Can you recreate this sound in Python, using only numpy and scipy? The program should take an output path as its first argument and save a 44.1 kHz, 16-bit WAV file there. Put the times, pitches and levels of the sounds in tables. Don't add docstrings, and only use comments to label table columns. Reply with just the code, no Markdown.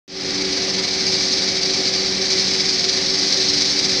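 import sys
import numpy as np
from scipy import signal
from scipy.fft import rfft, irfft, next_fast_len
from scipy.io import wavfile
from scipy.ndimage import map_coordinates

SR = 44100
rng = np.random.default_rng(int(sys.argv[2]) if len(sys.argv) > 2 else 0)


def digitize_waveform(pressure):
    field = np.atleast_2d(pressure).T
    bounded = np.clip(field, -1, 1)
    quanta = np.round(bounded * 32767).astype(np.int16)
    wavfile.write(sys.argv[1], SR, quanta)


N = 176400


def amp(db):
    return 10 ** (np.asarray(db) / 20)


def unit(x):
    return x / np.sqrt(np.mean(np.abs(x) ** 2) + 1e-20)


def along(points, hz):
    point_hz, values = np.transpose(points)
    return np.interp(np.log(hz + 1), np.log(point_hz + 1), values)


def seconds():
    return np.arange(N) / SR


def curve(points):
    return np.interp(seconds(), *np.transpose(points))


def wobble(knots_per_s):
    return map_coordinates(rng.standard_normal(1024), [seconds() * knots_per_s + 2], mode="mirror")


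def filtered(x, gain):
    size = 2 * next_fast_len(N)
    hz = np.fft.rfftfreq(size, 1 / SR)
    cepstrum = irfft(np.log(np.maximum(gain(hz), 1e-6)))
    cepstrum[1:size // 2] *= 2
    cepstrum[size // 2 + 1:] = 0
    return irfft(rfft(x, size) * np.exp(rfft(cepstrum)))[:N]


# middle_s, length_s, rise_db (before the soft limit)
CHATTER_BURSTS = [(0.417, 0.018, 4), (0.574, 0.023, 3.5), (0.841, 0.025, 6), (0.883, 0.017, 6),
                  (1, 0.024, 2.8), (1.093, 0.038, 4), (1.135, 0.035, 6.5), (1.241, 0.038, 2.5),
                  (1.33, 0.027, 3.2), (1.485, 0.023, 4.5), (1.568, 0.033, 6), (1.657, 0.013, 2.5),
                  (1.706, 0.02, 4.5), (1.775, 0.017, 3), (1.87, 0.074, 1.2), (1.944, 0.031, 4),
                  (2.054, 0.047, 2.1), (2.263, 0.019, 2), (2.319, 0.037, 5), (2.451, 0.014, 1.5),
                  (2.515, 0.015, 2.5), (2.606, 0.032, 3), (2.651, 0.024, 4.3), (2.81, 0.033, 2),
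                  (2.845, 0.026, 3.5), (2.893, 0.024, 6.5), (3.065, 0.01, 4.5), (3.148, 0.023, 4.5),
                  (3.324, 0.049, 1.5), (3.375, 0.021, 4), (3.543, 0.023, 5), (3.616, 0.022, 4.5),
                  (3.708, 0.045, 2.5), (3.847, 0.029, 6), (3.89, 0.02, 2.5)]
BURST_REACH, LULL_SHARE = 2.3, 0.88
SURGE_HZ, SURGE_SPREAD_HZ, SURGE_DB = 20.36, 2.85, 1.5

def surges():
    noise = rng.standard_normal(N)
    shaking = unit(filtered(noise, lambda hz: np.exp(-.5 * ((hz - SURGE_HZ) / SURGE_SPREAD_HZ) ** 2)))
    bursts_db, in_burst = np.zeros(N), np.zeros(N)
    for middle_s, length_s, rise_db in CHATTER_BURSTS:
        offset = (seconds() - middle_s) / length_s
        window = np.exp(-(offset / BURST_REACH) ** 4)
        swing = np.cos(np.pi * offset)
        bursts_db += rise_db * window * np.maximum(swing, LULL_SHARE * swing)
        in_burst = np.maximum(in_burst, window)
    return bursts_db + SURGE_DB * shaking * (1 - in_burst)


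# frequency_hz, relative_db
STEEL_COLOUR = [(200, -52.5), (600, -22), (900, -19), (1400, -20), (1750, -12), (2300, -8), (2800, -15),
                (3600, -6.5), (4100, -1), (5400, -5), (6550, -10.5), (6800, -21), (8300, -28.5),
                (9200, -37), (12000, -47.5), (15000, -52), (17000, -68)]
# pitch_hz, width_hz, height_db
STEEL_RESONANCES = [(2017, 25, 6), (2290, 90, 2.5), (3380, 150, 2), (3817, 15, 4), (4037, 22, 4),
                    (4140, 220, 2), (4254, 25, 6), (4495, 70, 4.5), (4705, 65, 7), (4825, 180, 7.5),
                    (5157, 35, 6.5), (5335, 260, 8.5), (5875, 260, 7), (6398, 60, 8.5), (7020, 130, 7),
                    (7620, 70, 9), (8240, 200, 8), (8780, 120, 6), (9450, 200, 5), (11080, 250, 6),
                    (12150, 150, 6)]

def steel(hz):
    peaks_db = sum(height_db / (1 + (2 * (hz - pitch_hz) / width_hz) ** 2)
                   for pitch_hz, width_hz, height_db in STEEL_RESONANCES)
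    return amp(along(STEEL_COLOUR, hz) + peaks_db)


# frequency_hz, decay_s
HALL_DECAY = [(200, 3.5), (2000, 1.63), (5000, 1.13), (12000, 0.89)]

def hall(x):
    hz, t, spectrum = signal.stft(rng.standard_normal(SR), SR, nperseg=256)
    decay = np.exp(-np.log(1000) * t / along(HALL_DECAY, hz)[:, None])
    _, tail = signal.istft(spectrum * decay, SR, nperseg=256)
    return signal.fftconvolve(x, tail / np.linalg.norm(tail))[:N]


# time_s, level_db
RATTLE_LEVELS = [(.3, -23.5), (.5, -22), (1.02, -21.5), (1.12, -18.5), (1.3, -19), (1.53, -21), (1.85, -20),
                 (2.2, -21.5), (2.38, -18), (2.7, -19.5), (3.15, -19.5), (3.35, -17), (3.8, -18.5),
                 (4, -19)]
IMPACTS_PER_S, IMPACT_SCATTER_DB = 2200, 4.42
SCRAPE_DB, REVERB_DB = -2, -4
SURGE_LIMIT_DB = 6.5
SPLIT_HZ, LOW_FOLLOWS = 3200, 0.44

def rattle():
    impacts = (rng.random(N) < IMPACTS_PER_S / SR) * np.sign(rng.standard_normal(N))
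    impacts *= amp(rng.uniform(-IMPACT_SCATTER_DB, IMPACT_SCATTER_DB, N))
    scrape = amp(SCRAPE_DB) * rng.standard_normal(N)
    surge_db = SURGE_LIMIT_DB * np.tanh(surges() / SURGE_LIMIT_DB)
    force = (unit(impacts) + scrape) * amp(surge_db)
    direct = filtered(force, steel)
    ring = unit(direct + amp(REVERB_DB) * hall(direct))
    low = signal.sosfiltfilt(signal.butter(4, SPLIT_HZ, fs=SR, output="sos"), ring)
    high_db = curve(RATTLE_LEVELS)
    low_db = high_db.mean() + LOW_FOLLOWS * (high_db - high_db.mean())
    return amp(high_db) * (ring - low) + amp(low_db) * low


def tone(pitch_hz, waver):
    drift = unit(wobble(knots_per_s=9) + 1j * wobble(knots_per_s=9))
    envelope = np.sqrt(1 - waver ** 2) + waver * drift
    carrier = np.exp(2j * np.pi * (pitch_hz * seconds() + rng.random()))
    return unit(np.real(envelope * carrier))


# time_s, level_db
MAIN_HUM_LEVELS = [(0.3, -33), (0.36, -35.5), (0.48, -27.5), (0.57, -35), (0.61, -28), (1.0, -37.5),
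                   (1.02, -32.5), (1.14, -27), (1.18, -34), (1.44, -31.5), (1.5, -39.5), (1.54, -28),
                   (1.61, -33), (1.71, -28.5), (1.76, -39), (1.8, -29), (1.83, -34), (2.12, -32),
                   (2.15, -39), (2.2, -27.5), (2.27, -35), (2.36, -26.5), (2.43, -39), (2.49, -30),
                   (2.72, -34), (2.75, -25.5), (2.79, -36), (3.02, -32), (3.05, -35), (3.09, -30.5),
                   (3.36, -38.5), (3.38, -31), (3.73, -37), (3.76, -33), (3.96, -32.5), (4.0, -32)]
# time_s, level_db
SECOND_HUM_LEVELS = [(.3, -35.5), (.55, -32.5), (.75, -41.5), (1.3, -36.5), (1.6, -39.5), (2.1, -38),
                     (2.7, -42), (3.05, -37.5), (3.55, -34.5), (4, -35.5)]
# pitch_hz, level_db, waver_share
GEAR_TONES = [(81.8, -53, 0.6), (98.3, -53.5, .4), (190, -39, 0.27), (235.2, -46.5, 0.82),
              (386.4, -44, 0.84), (499, -49.5, 0.81), (523, -55, 0.6), (545, -45, 0.72), (705.5, -49, 0.64),
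              (759, -50, 0.5), (842, -58, 0.7), (1149, -58, .7), (1198, -54, .4)]

def drive():
    main = amp(curve(MAIN_HUM_LEVELS)) * tone(pitch_hz=379, waver=0.15)
    second = amp(curve(SECOND_HUM_LEVELS)) * tone(pitch_hz=288, waver=0.38)
    weaker = sum(amp(level_db) * tone(pitch_hz, waver) for pitch_hz, level_db, waver in GEAR_TONES)
    return main + second + weaker


# frequency_hz, relative_db
ROAR_COLOUR = [(15, -10), (28, -12), (40, -22), (50, -11), (65, -8), (110, -4), (175, 2.5), (260, 0),
               (350, 0.5), (440, -2), (550, -0.5), (610, -8.5), (800, -5.5), (1000, -14.5), (1500, -10),
               (2200, -7), (3000, -10), (8000, -29.5), (15000, -58.5)]
ROAR_DB, ROAR_SWAY_DB = -31.5, 0.54

def roar():
    air = unit(filtered(rng.standard_normal(N), lambda hz: amp(along(ROAR_COLOUR, hz))))
    return air * amp(ROAR_DB - ROAR_SWAY_DB * wobble(knots_per_s=8))


def scene():
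    return (rattle() + drive() + roar())[None]


OPEN_S, OPENING_GAIN, FADE_GAIN_PER_S = 0.079, 0.12, 4
TOP_HZ = 15400

def record(dry):
    since_open_s = seconds() - OPEN_S
    fade = (since_open_s > 0) * np.clip(OPENING_GAIN + FADE_GAIN_PER_S * since_open_s, 0, 1)
    size = 2 * next_fast_len(N)
    passband = np.fft.rfftfreq(size, 1 / SR) < TOP_HZ
    return irfft(rfft(dry * fade, size) * passband, size)[:, :N]


dry = scene()
out = record(dry)
digitize_waveform(out)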